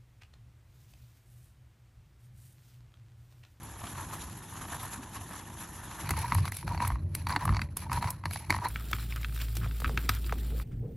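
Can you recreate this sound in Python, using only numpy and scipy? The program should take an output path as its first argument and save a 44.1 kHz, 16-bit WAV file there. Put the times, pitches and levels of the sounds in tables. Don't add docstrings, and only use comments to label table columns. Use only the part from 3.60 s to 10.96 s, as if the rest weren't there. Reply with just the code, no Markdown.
import sys
import numpy as np
from scipy import signal
from scipy.fft import rfft, irfft, next_fast_len
from scipy.io import wavfile
from scipy.ndimage import uniform_filter1d, map_coordinates

SR = 44100
rng = np.random.default_rng(int(sys.argv[2]) if len(sys.argv) > 2 else 0)


def bounce(signal):
    frames = np.transpose(np.atleast_2d(signal))
    limited = np.clip(frames, -1, 1)
    pcm = np.round(limited * 32767).astype(np.int16)
    wavfile.write(sys.argv[1], SR, pcm)


N = 324576

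STAGE_START_S = [0, 2.453, 5.099, 7.03]
# freq_hz, side_over_mid_db
SIDE_DB = [
    [(60, -58), (380, -12.5), (1300, -85), (2400, -33), (4400, -7), (9000, -6.5)],
    [(80, -80), (380, -11.5), (1300, -58.5), (2400, -20), (4400, -2.5), (9000, -5)],
    [(60, -62), (200, -30), (600, -9), (1300, -11), (2400, -49), (4400, -10), (9000, -5)],
    [(100, -61), (380, -1), (1300, 2.5), (2400, -25), (9000, -0.5)],
]
CONTACT_S = [0.0077, .0009, 0.00038, .001]

# freq_hz, relative_db_per_hz
AIR_SPECTRUM = [(20, -28), (110, -8), (190, 4.5), (420, -12), (800, -9), (1200, -27.5), (3000, -27.5),
                (8000, -47)]
AIR_RMS_DB = -65.5
# time_s, fundamental_rms_db, octave_rms_db
HUM = [(5.1, -36.5, -53), (5.33, -38, -52), (5.4, -36.5, -43), (5.8, -33.5, -46), (6.08, -33, -37),
       (6.2, -33.5, -62.5), (7.03, -32, -52)]
HUM_HZ, HUM_WAVER_HZ = 55.8, 0.4
# freq_hz, t60_s
ROOM = [(200, 0.32), (2000, 0.043), (10000, 0.11)]
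# freq_hz, relative_db_per_hz
BENCH = [
    [(13, -59), (22, -21), (48, -3), (96, -0.5), (269, -8.5), (330, -7), (487, -20.5), (700, -17.5),
     (910, -10.5), (1540, -120)],
    [(13, -45), (22, -47), (42, -7), (87, -0.5), (144, -1), (258, -20), (335, -19.5), (460, -33.5),
     (606, -27.5), (700, -40), (910, -47), (1540, -120)],
    [(41, -13), (70, -2.5), (86, -7), (119, 0.5), (162, -6), (529, -26), (700, -33), (910, -31.5),
     (1540, -120)],
    [(13, -46), (22, -1), (118, 4.5), (273, -9), (307, -16), (460, -19.5), (700, -47), (910, -66),
     (1540, -120)],
]
# time_s, level_db
RUMBLE = [(0.0, -47.5), (0.61, -44.5), (0.9, -49.5), (1.0, -46), (2.38, -48), (2.52, -31), (2.64, -39.5),
          (2.77, -31.5), (2.92, -39), (2.96, -51), (3.02, -42), (3.05, -32), (3.81, -40), (3.87, -26.5),
          (4.18, -43.5), (4.35, -31), (4.63, -44.5), (4.67, -37.5), (4.86, -46), (4.92, -31.5),
          (5.04, -43.5), (5.94, -49), (6.05, -38.5), (6.19, -49.5), (6.27, -35), (6.44, -44.5), (6.5, -43),
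          (6.58, -44), (7.03, -40), (7.05, -46.5), (7.11, -36.5), (7.36, -38)]
# mode_hz, width_hz, gain_db
PLATE = [(94, 150, 0.5), (87.4, 15, 4.5), (84, 4.9, -3), (121, 8.1, 3)]
# start_s, relative_db, pitch_hz, t60_s
THUMPS = [(2.746, -23.5, 92.5, 0.27), (3.141, -35.5, 87.5, 1.1), (3.316, -24, 58, 0.27),
          (3.43, -29.5, 89.2, .8), (3.87, -28, 95, 0.23), (3.9, -24, 58.2, 0.43), (6.038, -31, 78, .09),
          (6.266, -29.5, 85.5, 0.081), (6.503, -31, 75, .09)]
# mode_hz, relative_db, t60_s
BENCH_MODES = [(96.9, -13, 0.3), (136, -20.5, 0.044), (62, -20, 0.09), (223, -11.5, 0.055)]
JOLT_DB = -4.5
# center_s, length_s, pitch_hz, level_db
SWELLS = [(1.394, 0.061, 232, -47), (2.51, 0.014, 300, -39.5), (2.744, 0.019, 297, -51),
          (3.77, 0.021, 310, -39), (3.896, .02, 298, -43), (4.664, 0.01, 302, -53),
          (4.907, 0.014, 295, -36), (5.038, 0.056, 314, -52), (5.344, 0.011, 308, -47),
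          (5.978, 0.016, 352, -48), (6.038, 0.026, 296, -53), (6.31, 0.081, 406, -52),
          (6.386, .02, 360, -46), (6.452, 0.023, 300, -45), (6.657, 0.02, 328, -50),
          (6.771, 0.03, 298, -49), (6.946, 0.067, 428, -51), (7.247, 0.035, 420, -48),
          (7.296, 0.059, 447, -53)]
SWELL_WIDTH_RATIO = 0.39

# start_s, relative_db
PLOPS = [(6.061, -34.5), (6.201, -38.5), (6.219, -33), (6.294, -28.5), (6.724, -22)]
PLOP_HIGH_HZ, PLOP_LOW_HZ, PLOP_FALL_S, PLOP_T60_S, PLOP_PUFF_DB = 2360, 404, 0.00143, 0.025, -9.5
# start_s, relative_db
TICKS = [(0.5322, -32), (1.226, -32), (2.492, -24), (2.5071, -16), (2.5902, -25), (2.7467, -18.5),
         (2.8537, -32), (2.883, -32), (2.92, -26), (2.95, -32), (2.9684, -21.5), (3.078, -37),
         (3.2762, -19.5), (3.5502, -16), (3.6693, -32), (3.688, -29), (3.7606, -34.5), (3.853, -22),
         (4.016, -36), (4.1697, -17.5), (4.316, -34), (4.33, -22.5), (4.4243, -35), (4.5047, -18.5),
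         (4.6549, -32.5), (4.7094, -32), (4.7338, -24), (4.9042, -23.5), (5.085, -28), (5.168, -33),
         (5.286, -33), (5.3135, -19), (5.3323, -28), (5.5602, -24), (5.6138, -29), (5.746, -30),
         (5.9536, -24), (5.9685, -15.5), (6.2025, -21.5), (6.3743, -25), (6.4927, -8.5), (6.5492, -23),
         (6.726, -35)]
# freq_hz, gain_db
TICK_COLOUR = [
    [(4000, -12.5), (7000, -11.5), (11000, 1.5), (13000, -7.5), (15500, -21), (16500, -35)],
    [(4000, -14.5), (8000, -15.5), (11800, -15.5), (14000, -10), (16500, -30.5)],
]
TICK_T60_S = [0.063, 0.015, 0.02, .011]
# center_s, length_s, pitch_hz, level_db
SQUEAKS = [(2.647, 0.0046, 970, -25), (3.119, 0.012, 970, -32.5), (3.226, 0.014, 970, -27),
           (3.827, 0.011, 987, -32), (4.268, 0.0064, 920, -38), (4.377, 0.0055, 973, -25.5),
           (4.487, 0.019, 990, -38.5), (5.024, 0.0081, 966, -32), (5.057, 0.0067, 974, -28),
           (5.074, 0.0057, 980, -38)]

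# start_s, relative_db, ring_hz, crack_relative_db
KNOCKS = [(0.159, -34, 975, -12), (0.21, -29.5, 950, -10), (0.236, -26, 795, -11), (0.268, -28.5, 1150, -2),
          (0.383, -36, 950, -16), (0.533, -22.5, 970, -15), (0.612, -40, 1020, -20),
          (1.013, -24.5, 1177, -16), (1.049, -26, 896, -10), (1.084, -28, 926, -16),
          (1.105, -38, 1026, -14), (1.12, -26, 942, -11), (1.198, -29, 1000, -18), (1.232, -21, 925, -23),
          (1.313, -34, 1100, -24), (1.431, -37.5, 1025, 1), (1.525, -38.5, 850, -19),
          (1.564, -26, 1080, -8), (1.612, -30, 918, -23), (1.737, -27.5, 1113, -22), (2.05, -35, 1360, -15),
          (2.312, -28, 1050, -10), (2.389, -29, 975, -19), (2.421, -32, 860, -22), (2.455, -30, 940, -27),
          (2.491, -24.5, 1070, -4), (2.507, -19.5, 890, -2), (2.537, -25, 960, -25), (2.567, -31, 969, -5),
          (2.721, -11, 1040, -17), (2.75, -18, 1030, -16), (2.784, -23, 1050, -11),
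          (2.854, -26.5, 1020, -4), (2.878, -28.5, 1040, -0.5), (2.921, -23.5, 1880, -8.5),
          (3.028, -32, 890, -31), (3.078, -26.5, 900, -4), (3.147, -23, 890, -28), (3.176, -28, 945, -8),
          (3.203, -17, 995, -32), (3.213, -49.5, 920, -11), (3.249, -18.5, 1120, -27),
          (3.273, -26, 930, -10), (3.303, -18.5, 1024, -37), (3.319, -27.5, 1026, -27),
          (3.357, -27, 1040, -37), (3.55, -25.5, 2010, -9), (3.669, -18, 980, -9), (3.694, -24, 1060, -7),
          (3.704, -19, 1060, -19), (3.725, -27, 950, -1), (3.751, -26, 970, -19), (3.762, -12.5, 890, -8),
          (3.854, -17, 1037, -28), (3.878, -17, 1020, -28), (3.892, -15.5, 1060, -25),
          (3.906, -31.5, 1040, -21), (3.925, -23.5, 1060, -23), (3.937, -29, 1010, -12),
          (3.946, -22.5, 980, -8), (3.959, -32, 980, -6), (3.967, -21, 1050, -3), (3.993, -25, 970, -9),
          (4.017, -19, 1760, -5.5), (4.169, -28.5, 1030, -17), (4.297, -25, 1020, -24),
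          (4.317, -18, 990, -25), (4.33, -27, 1120, -1.5), (4.344, -38, 1070, -35), (4.353, -31, 980, -33),
          (4.372, -25, 1010, -17), (4.426, -19.5, 990, -11), (4.443, -19, 990, -22),
          (4.459, -33, 1050, -18), (4.473, -27, 1070, -10), (4.482, -33, 990, -12), (4.507, -38, 1000, -16),
          (4.638, -27, 970, -20), (4.656, -18.5, 970, -7), (4.71, -25.5, 1900, -8), (4.734, -24, 2350, -23),
          (4.759, -26, 880, -4), (4.898, -21, 920, -9), (4.904, -18.5, 940, 4), (4.925, -21.5, 980, -5),
          (4.941, -28, 1140, -3), (4.946, -17, 960, -25), (4.965, -22, 1010, -33), (4.987, -25, 960, -17),
          (5.104, -43, 990, -9), (5.159, -20, 1380, -17.5), (5.331, -15, 1230, -9.5), (5.385, -46, 1400, 7),
          (5.524, -25.5, 2050, -16), (5.561, -28.5, 1250, -16), (5.568, -30.5, 1270, -22),
          (5.579, -47, 1300, -22), (5.512, -41, 1520, -2), (5.631, -43, 2300, 4),
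          (5.646, -20.5, 1410, -14.5), (5.695, -41, 1350, -14), (5.724, -43, 1330, -14),
          (5.746, -53, 1400, -6), (5.763, -34, 1370, -18), (5.776, -44, 1500, 2), (5.79, -36, 1480, -12),
          (5.801, -34, 1400, -14), (5.815, -40.5, 1300, -1), (5.825, -41, 1400, -14),
          (5.884, -44, 1540, -2), (5.968, -40, 1724, -7), (6.015, -36, 1300, -25), (6.027, -44, 1360, -27),
          (6.032, -31, 1160, -30), (6.037, -38, 1300, -30), (6.044, -30.5, 1150, -25),
          (6.047, -35, 1260, -22), (6.111, -32.5, 1350, -16), (6.245, -13.5, 1350, -26),
          (6.252, -24.5, 1260, -25), (6.259, -24, 1250, -21), (6.278, -30.5, 1294, -12),
          (6.375, -14.5, 1370, -12), (6.447, -40, 1510, -24.5), (6.491, -22, 1605, 3.5),
          (6.493, -8, 1304, -18.5), (6.644, -35.5, 3170, -9.5), (6.665, -45, 1300, -12),
          (6.695, -27.5, 1230, -24), (6.999, -30.5, 1100, -37)]
# ring_multiple, relative_db, t60_share
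WALL = [(1, 6, 0.96), (1.45, -36, 0.77), (1.9, 4, 0.36), (2.7, -32, 1), (4.3, -10.5, 0.38)]
# t60_cycles (before build-up), sharp_start_ratio, settle_s, clack_db, rough_rad
RING = [(7, 0.47, 0.0011, -3, 0.2), (10.2, 0.3, 0.00072, 9, 0.1), (8.2, 0.66, 0.00043, 12, 0.053)]
# typical_flight_s, loss_db
REBOUNDS = [(0.01, -16), (.006, -18.5), (0.0046, -15)]
LEAD_DB, LEAD_S = -22.5, 0.0031
REBOUND_DULL_DB = -7.5
CLACK_FOLLOWS = 0.26
# freq_hz, gain_db
CRACK_COLOUR = [
    [(700, 10), (1200, 14), (2000, 3), (3200, 11), (4500, 1.5), (9000, -4), (16000, -35)],
    [(700, 11), (1200, 9.5), (2100, 13), (2700, 4.5), (3250, -6), (3800, 2.5), (4500, 12), (5100, -1.5),
     (6000, -1), (9000, -14), (16000, -38.5)],
    [(700, 8), (1300, 15), (2400, 11), (2850, 8), (3250, 14.5), (4400, 7.5), (6000, 0.5), (9000, -22),
     (16000, -29.5)],
]
CRACK_PATCHY_DB = 3
CLACK_HZ = [2050, 2030, 2390]
SMALL_HZ = [585, 617, 960]
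SOFT_HZ = 7000

# start_s, length_s, rub_db, hiss_db (before the layer trims)
SCRAPES = [(0.227, 0.12, -55, -55), (0.25, 0.044, -60, -58), (0.358, 0.067, -44, -54),
           (0.503, 0.063, -45.5, -54), (0.602, 0.039, -49.5, -51), (0.927, 0.096, -49, -55.5),
           (1.098, 0.056, -43, -50.5), (1.197, 0.06, -46, -52.5), (1.316, 0.02, -45, -50),
           (1.407, 0.017, -65, -84), (1.54, 0.02, -47.5, -52.5), (1.697, 0.095, -49, -57.5),
           (1.965, 0.075, -52, -55), (2.155, 0.2, -50.5, -59.5), (2.378, 0.16, -47, -52.5),
           (2.478, 0.023, -40, -64), (2.569, 0.078, -42, -48), (2.634, 0.025, -43.5, -59),
           (2.673, 0.19, -47, -51.5), (2.926, 0.086, -62.5, -51.5), (3.065, 0.083, -45.5, -58),
           (3.187, 0.012, -47.5, -53.5), (3.217, 0.021, -37, -45), (3.286, 0.062, -51.5, -64),
           (3.37, 0.061, -64, -92), (3.543, 0.067, -54, -58), (3.686, 0.042, -37.5, -53),
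           (3.793, 0.038, -41, -57.5), (3.865, .17, -51.5, -60.5), (4.167, 0.055, -56.5, -54),
           (4.224, 0.026, -51.5, -61), (4.314, 0.034, -38.5, -51), (4.369, 0.01, -55, -47),
           (4.411, 0.072, -40, -54.5), (4.526, 0.055, -61.5, -67), (4.652, 0.058, -58.5, -61),
           (4.723, 0.05, -60, -47.5), (4.806, 0.046, -52, -61), (4.898, 0.071, -45.5, -52.5),
           (5.002, .02, -47.5, -55), (5.038, 0.011, -35.5, -52), (5.16, 0.065, -56.5, -86),
           (5.238, 0.046, -59, -61), (5.328, 0.034, -49, -56), (5.382, 0.043, -53, -55.5),
           (5.487, 0.025, -63, -63), (5.556, 0.021, -48.5, -68), (5.74, 0.1, -64, -57),
           (5.8, 0.026, -50, -53), (5.946, 0.033, -64, -55.5), (6.014, 0.039, -47, -64),
           (6.27, 0.057, -61, -59.5), (6.39, 0.067, -52.5, -62), (6.495, 0.059, -48, -55),
           (6.647, 0.02, -87, -55), (6.68, 0.055, -54, -79), (7, 0.014, -56, -71), (7.11, 0.01, -62, -92),
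           (7.125, .01, -61.5, -86.5)]
# attack_s, release_s
SCRAPE_SHAPE = [(0.046, 0.03), (0.02, 0.027), (0.017, 0.023), (.01, 0.016)]
# rub_db, grit_db, hiss_db (before the layer trims)
REST = [(-51.5, -59, -57.5), (-66, -79, -73), (-61, -60, -58.5), (-74, -81.5, -79)]
# offset_db, rub_share
GRIT_LAW = [(-1.5, 0.15), (-5, 0.31), (1, 0.14), (-9, 0.26)]
RUB_TRIM_DB, GRIT_TRIM_DB, HISS_TRIM_DB = -4, 2.5, 2.0
# mode_hz, width_hz, relative_db
RUB = [
    [(963, 236, 16), (1770, 205, 13)],
    [(930, 630, -10), (1880, 280, -11), (1250, 120, -21)],
    [(1310, 330, -5.5), (1930, 690, -9.5), (2430, 67, -8)],
    [(1750, 770, 0)],
]
# freq_hz, relative_db_per_hz
GRIT = [
    [(1350, -4.5), (2300, -2.5), (3930, -3), (4860, -10), (6140, -1.5), (7040, 0.5), (9000, -17.5),
     (11700, -37), (19800, -120)],
    [(1350, -16), (2300, 12.5), (3430, -2.5), (4540, 3), (5030, -9), (5800, 2.5), (6650, -3), (9000, -9),
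     (11700, -34), (19800, -120)],
    [(1350, -6), (2300, 0.5), (3590, 2.5), (5870, -5), (6350, -17.5), (7450, 0.5), (9000, -40),
     (11700, -30), (19800, -120)],
    [(1350, -24), (2300, -4), (4720, -8), (6390, -10), (9000, -7), (11700, -19), (19800, -120)],
]
# freq_hz, relative_db_per_hz
HISS = [
    [(5000, -29), (8500, 2), (8960, -17), (9850, 10.5), (11300, 14.5), (12500, -9), (15700, -101),
     (16300, -34), (16500, -66)],
    [(5000, 8), (8500, 0.5), (9210, -9), (10100, 19), (11000, 18.5), (13200, -3), (15400, -79),
     (16100, -24), (16500, -37)],
    [(5000, -16.5), (8500, 6), (10700, 8), (11800, -23), (12500, -14), (13100, 13.5), (14000, 12),
     (16000, 0), (16500, -19)],
    [(5000, -36.5), (8500, -3), (11700, -13), (14800, 8), (16100, -15), (16500, -28.5)],
]
GRAINS_DB = [1.68, 2.4, 1, 0.8]
# rate_per_s, over_smooth_rub_db
CRYSTALS = [(753, -17), (332, -10), (204, -1), (101.6, -8)]
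PATCHY_DB = 3, 2, 1.5
# rate_per_s, spread_db, upper_modes_over_rub_db
CHATTER = [(290.5, 3, -13), (168.6, 8, -9), (119.5, 10, -11), (60, 5, -20)]
# mode_hz, width_hz, relative_db
SKIP_MODES = [
    [(1710, 500, 0), (3200, 1330, -6.5)],
    [(1925, 240, 1.5), (2500, 270, -9), (3940, 150, -1.5), (4290, 190, -2)],
    [(2350, 500, 5.5), (3400, 680, 3), (4800, 900, -14)],
    [(2000, 900, 0)],
]
# center_hz, width_hz, over_firm_rub_db
SING = [(1047, 590, -4), (968, 174, 0.5), (1340, 800, -2), (1810, 790, -18)]
# time_s, contour_hz (divided by its mean over the whole scene)
SING_PITCH = [(0.0, 947), (0.34, 1050), (0.37, 990), (1.21, 974.2), (1.55, 1036), (1.67, 956.3),
              (1.73, 1046), (1.87, 912.8), (2.0, 1002), (2.53, 1012), (2.66, 958.4), (2.7, 1025),
              (2.88, 1033), (3.01, 916.7), (3.44, 1042), (3.61, 906.7), (3.64, 996.8), (3.78, 963),
              (3.88, 1034), (4.08, 1025), (4.2, 961.4), (4.7, 1039), (4.73, 920.3), (4.83, 903),
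              (4.87, 999), (5.1, 975.2)]
SKIP_SHARE = 0.64
SING_GROWS, FIRM_DB = 0.23, -40.5
TOP_HZ = 16700


def amp(db):
    return 10 ** (np.asarray(db) / 20)


def unit(x):
    return x / np.sqrt(np.mean(x ** 2) + 1e-20)


def along(points, hz):
    f, v = np.transpose(points)
    return np.interp(np.log(hz + 1), np.log(f + 1), v)


def curves(rows):
    s, *cols = np.transpose(rows)
    return [np.interp(np.arange(N) / SR, s, c) for c in cols]


def wobble(knots_per_s):
    knots = rng.standard_normal(int(N * knots_per_s / SR) + 4)
    return map_coordinates(knots, [np.arange(N) * knots_per_s / SR])


def add(out, start, x):
    out[start:][:len(x)] += x


def filtered(x, response):
    m = next_fast_len(N + SR // 2)
    return irfft(rfft(x, m) * response(np.fft.rfftfreq(m, 1 / SR)), m)[..., :N]


def mode(f, hz, width_hz):
    return 1j * f * width_hz / (hz * hz - f * f + 1j * f * width_hz)


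def modes(rows):
    return lambda f: sum((-1) ** i * amp(db) * mode(f, hz, width) for i, (hz, width, db) in enumerate(rows))


def noise(spectrum, side_db, lumps=1, body=np.ones_like):
    def response(f):
        return amp(along(spectrum, f)) * body(f) * [f ** 0, amp(along(side_db, f))]
    pair = filtered(lumps * rng.standard_normal((2, N)), response)
    return pair / np.std(pair[0])


def patchy(x, spread_db):
    z = signal.stft(x, nperseg=256)[2]
    field = uniform_filter1d(rng.standard_normal(z.shape[-2:]), size=3, axis=0)
    field = uniform_filter1d(field, size=7, axis=1)
    gain = amp(spread_db * unit(field))
    return signal.istft(z * unit(gain), nperseg=256)[1][..., :N]


def stage(k):
    t, edges = np.arange(N) / SR, [-1] + STAGE_START_S[1:] + [N]
    fade_in = np.clip((t - edges[k]) / 0.02 + .5, 0, 1)
    fade_out = np.clip((edges[k + 1] - t) / 0.0125 + .5, 0, 1)
    return fade_in * fade_out


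def stage_at(s):
    return np.searchsorted(STAGE_START_S, s) - 1


def coloured(x, parts, colours):
    return sum(filtered(part * x, lambda f: amp(along(colour, f))) for part, colour in zip(parts, colours))


def contact(s, t):
    build_s = CONTACT_S[stage_at(s)]
    return round((s - build_s / 2) * SR), build_s, 1 - np.exp(-(t / build_s) ** 2)


def air():
    return amp(AIR_RMS_DB) * noise(AIR_SPECTRUM, SIDE_DB[-1])


def hum():
    db, octave_db = curves(HUM)
    phase = 2 * np.pi * np.cumsum(HUM_HZ + HUM_WAVER_HZ * wobble(4.9)) / SR
    fundamental = amp(db + 0.2 * wobble(6.2)) * np.sin(phase)
    octave = amp(octave_db + 1.9 * wobble(6.5)) * np.sin(2 * phase + 2.47 + 0.4 * wobble(6.1))
    return np.sqrt(2) * stage(2) * (fundamental + octave)


def room(x):
    hz, t, z = signal.stft(rng.standard_normal((2, SR // 4)), SR, nperseg=256)
    decay = amp(-60 * t / along(ROOM, hz)[:, None])
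    tail = signal.istft(z * decay, SR, nperseg=256)[1]
    delayed = np.pad(x, (90, 0))[None]
    wet = signal.fftconvolve(delayed, tail / np.linalg.norm(tail[0]), axes=1)[:, :N]
    wet[1] = filtered(wet[1], lambda f: amp(along(SIDE_DB[1], f) - 12.0))
    return wet


def rumble():
    out, level = np.zeros((2, N)), amp(curves(RUMBLE)[0])
    for k, (spectrum, (hz, width, db)) in enumerate(zip(BENCH, PLATE)):
        plate = lambda f: 1 + amp(db) * mode(f, hz, width)
        out += level * stage(k) * noise(spectrum, SIDE_DB[k], amp(0.43 * wobble(34)), plate)
    return out


def thumps():
    t, out = np.arange(SR // 2) / SR, np.zeros(N)
    for s, db, hz, t60 in THUMPS:
        envelope = amp(db + 5.5 - 60 * t / t60) * (1 - np.exp(-t / 0.013)) * (1 - t / t[-1])
        add(out, round(s * SR), envelope * np.sin(2 * np.pi * hz * t))
    return out


def jolts():
    t, out = np.arange(SR // 5) / SR, np.zeros(N + SR)
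    for s, db, *_ in KNOCKS:
        start = contact(s, t)[0]
        for hz, level_db, t60 in BENCH_MODES:
            envelope = amp(db + JOLT_DB + level_db - 60 * t / t60) * (1 - np.exp(-t / 0.0046))
            add(out, start, envelope * np.sin(2 * np.pi * hz * t))
    return out[:N]


def swells():
    t, out = np.arange(-SR // 8, SR // 8) / SR, np.zeros(N + SR)
    f = np.fft.rfftfreq(len(t), 1 / SR)
    for s, length, hz, db in SWELLS:
        puff = rng.standard_normal(len(t))
        band = unit(irfft(rfft(puff) * mode(f, hz, SWELL_WIDTH_RATIO * hz) ** 2, len(t)))
        add(out, round((s + t[0]) * SR), amp(db) * np.exp(-2 * (t / length) ** 2) * band)
    return out[:N]


def plops():
    t, out = np.arange(SR // 20) / SR, np.zeros(N + SR)
    pitch_hz = PLOP_LOW_HZ + (PLOP_HIGH_HZ - PLOP_LOW_HZ) * np.exp(-t / PLOP_FALL_S)
    tone = np.sin(2 * np.pi * np.cumsum(pitch_hz) / SR)
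    for s, db in PLOPS:
        start, _, rise = contact(s, t)
        puff = uniform_filter1d(rng.standard_normal(len(t)), size=4)
        envelope = amp(db + 1.5 - 60 * t / PLOP_T60_S) * rise
        add(out, start, envelope * (tone + amp(PLOP_PUFF_DB) * puff))
    return out[:N]


def ticks():
    t, snaps = np.arange(SR // 20) / SR, np.zeros(N + SR)
    for s, db in TICKS:
        start, build_s, rise = contact(s, t)
        t60 = TICK_T60_S[stage_at(s)] + 3 * build_s
        snap = amp(db + 3.5 - 60 * t / t60) * rise * rng.standard_normal(len(t))
        add(snaps, start, snap)
        add(snaps, start - round(.0025 * SR), amp(-12.5) * snap)
    early = stage(0) + stage(1)
    return coloured(snaps[:N], (early, 1 - early), TICK_COLOUR)


def squeaks():
    t, out = np.arange(-SR // 20, SR // 20) / SR, np.zeros(N + SR)
    for s, length, hz, db in SQUEAKS:
        phase = 2 * np.pi * hz * t + 0.065 * np.cumsum(rng.standard_normal(len(t)))
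        tone = np.sin(phase) + amp(-24.0) * np.sin(1.7 * phase)
        add(out, round((s + t[0]) * SR), amp(db) * np.exp(-(t / length) ** 2) * tone)
    return out[:N]


def wall_ring(t, hz, t60, sharp, settle_s, rough_rad):
    sag = 1 + sharp * np.exp(-t / settle_s)
    wander = rough_rad * np.cumsum(rng.standard_normal(len(t)))
    out = np.zeros(len(t))
    for multiple, level_db, share in WALL:
        phase = 2 * np.pi * np.cumsum(hz * multiple * sag) / SR + wander
        out += amp(level_db + 0.13 * rng.standard_normal() - 60 * t / (t60 * share)) * np.sin(phase)
    return out


def radiated(x, hz):
    return filtered(x, lambda f: mode(f, hz, 1.2 * hz) ** 2 * (1j * f / (1.345 * hz)) ** 2)


def knocks():
    t, lead = np.arange(SR // 5) / SR, round(LEAD_S * SR)
    ring, clack, crack = np.zeros((3, N + SR))
    for s, db, hz, crack_db in KNOCKS:
        start, build_s, rise = contact(s, t)
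        cycles, sharp, settle_s, clack_db, rough_rad = RING[stage_at(s)]
        body = rise * wall_ring(t, hz, cycles / hz + 4 * build_s, sharp, settle_s, rough_rad)
        clack_level_db = clack_db + CLACK_FOLLOWS * crack_db
        clack_burst = amp(clack_level_db - 60 * t / (0.013 + 4 * build_s)) * rise * rng.standard_normal(len(t))
        crack_burst = amp(crack_db + 1.5 - 60 * t / (0.014 + 4 * build_s)) * rise * rng.standard_normal(len(t))

        flight_s, loss_db = REBOUNDS[stage_at(s)]
        flights = flight_s * SR * np.exp(0.35 * rng.standard_normal(2))
        first, second = np.cumsum(flights).astype(int)
        touches = [(start, db, 0), (start - lead, db + LEAD_DB, 0),
                   (start + first, db + loss_db, REBOUND_DULL_DB),
                   (start + second, db + 1.5 * loss_db, REBOUND_DULL_DB)]
        for at, touch_db, dull_db in touches:
            add(ring, at, amp(touch_db - 1.63) * body)
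            add(clack, at, amp(touch_db + dull_db) * clack_burst)
            add(crack, at, amp(touch_db + dull_db) * crack_burst)

    filled = stage(0), stage(1), stage(2) + stage(3)
    crack = coloured(patchy(crack[:N], CRACK_PATCHY_DB), filled, CRACK_COLOUR)
    clack = sum(filtered(part * clack[:N], lambda f: mode(f, hz, 620) ** 2)
                for part, hz in zip(filled, CLACK_HZ))
    ring = filtered(ring[:N], lambda f: (1 + 1j * f / SOFT_HZ) ** -2)
    return sum(radiated(part * (ring + clack + crack), hz) for part, hz in zip(filled, SMALL_HZ))


def scrapes():
    power = sum(stage(k) * amp(rest)[:, None] ** 2 for k, rest in enumerate(REST))
    t = np.arange(-SR // 20, SR // 2) / SR
    for s, length, rub_db, hiss_db in SCRAPES:
        k = stage_at(s)
        (attack, release), (offset_db, share) = SCRAPE_SHAPE[k], GRIT_LAW[k]
        grit_db = offset_db + share * rub_db + (1 - share) * hiss_db
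        shape = np.clip(t / attack + .5, 0, 1) ** 2 * np.exp(-2 * np.clip(t - length, 0, 1) / release)
        span = power[:, round((s + t[0]) * SR):][:, :len(t)]
        span += amp([rub_db, grit_db, hiss_db])[:, None] ** 2 * shape[:span.shape[1]]
    return np.sqrt(power)


def friction(k, rub, grit, hiss):
    rate, crystal_db = CRYSTALS[k]
    slip = 2 * np.tanh((wobble(45) + 0.87 * wobble(170)) / 2)
    slip_db = GRAINS_DB[k] * slip
    crushed = unit((rng.random(N) < rate / SR) * amp(9.7 * rng.random(N) ** 2))
    gritty = 1 + amp(crystal_db) * unit(uniform_filter1d(crushed, size=24))

    rub_noise = noise([(1, 0)], SIDE_DB[k], amp(slip_db) * gritty, modes(RUB[k]))
    grit_lumps = amp(0.97 * slip_db + 1.2 * wobble(60)) * gritty ** 0.56
    grit_noise = noise(GRIT[k], SIDE_DB[k], grit_lumps)
    hiss_noise = noise(HISS[k], SIDE_DB[k], amp(1.6 * slip_db) * gritty ** 0.59)

    layer = rub * amp(RUB_TRIM_DB) * patchy(rub_noise, PATCHY_DB[0])
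    layer += grit * amp(GRIT_TRIM_DB) * patchy(grit_noise, PATCHY_DB[1])
    layer += hiss * amp(HISS_TRIM_DB) * patchy(hiss_noise, PATCHY_DB[2])
    return layer


def skipping(k):
    rate, spread_db, _ = CHATTER[k]
    pulses = (rng.random(N) < rate / SR) * amp(spread_db * np.tanh(rng.standard_normal(N)))
    return unit(uniform_filter1d(pulses, size=40))


def singing(k, rub, skips):
    hz, width, sing_db = SING[k]
    smooth = unit(amp(4.0 * np.tanh(wobble(60))))
    drive = SKIP_SHARE * skips + (1 - SKIP_SHARE) * smooth
    cosine, sine = filtered(drive * rng.standard_normal((2, N)), lambda f: (1 + 2j * f / width) ** -2)
    glide, = curves(SING_PITCH)
    pitch_hz = hz * glide / glide.mean() * (1 + 0.03 * wobble(40))
    phase = 2 * np.pi * np.cumsum(pitch_hz) / SR
    sing = cosine * np.cos(phase) + sine * np.sin(phase)
    return rub * (rub / amp(FIRM_DB)) ** SING_GROWS * amp(sing_db) * unit(sing)


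def stirring():
    rub, grit, hiss = scrapes()
    out = np.zeros((2, N))
    for k in range(len(STAGE_START_S)):
        layer, skips = friction(k, rub, grit, hiss), skipping(k)
        upper = unit(filtered(skips * rng.standard_normal(N), modes(SKIP_MODES[k])))
        layer[0] += rub * amp(CHATTER[k][2]) * upper
        layer[0] += singing(k, rub, skips)
        out += stage(k) * layer
    return out


def scene():
    glass = plops() + ticks() + squeaks() + knocks()
    mid, side = air() + rumble() + amp(-14.5) * room(glass) + stirring()
    mid = mid + hum() + thumps() + jolts() + swells() + glass
    return np.array([mid + side, mid - side])


def record(dry):
    return filtered(dry, lambda hz: hz < TOP_HZ)


dry = scene()
out = record(dry)
bounce(out)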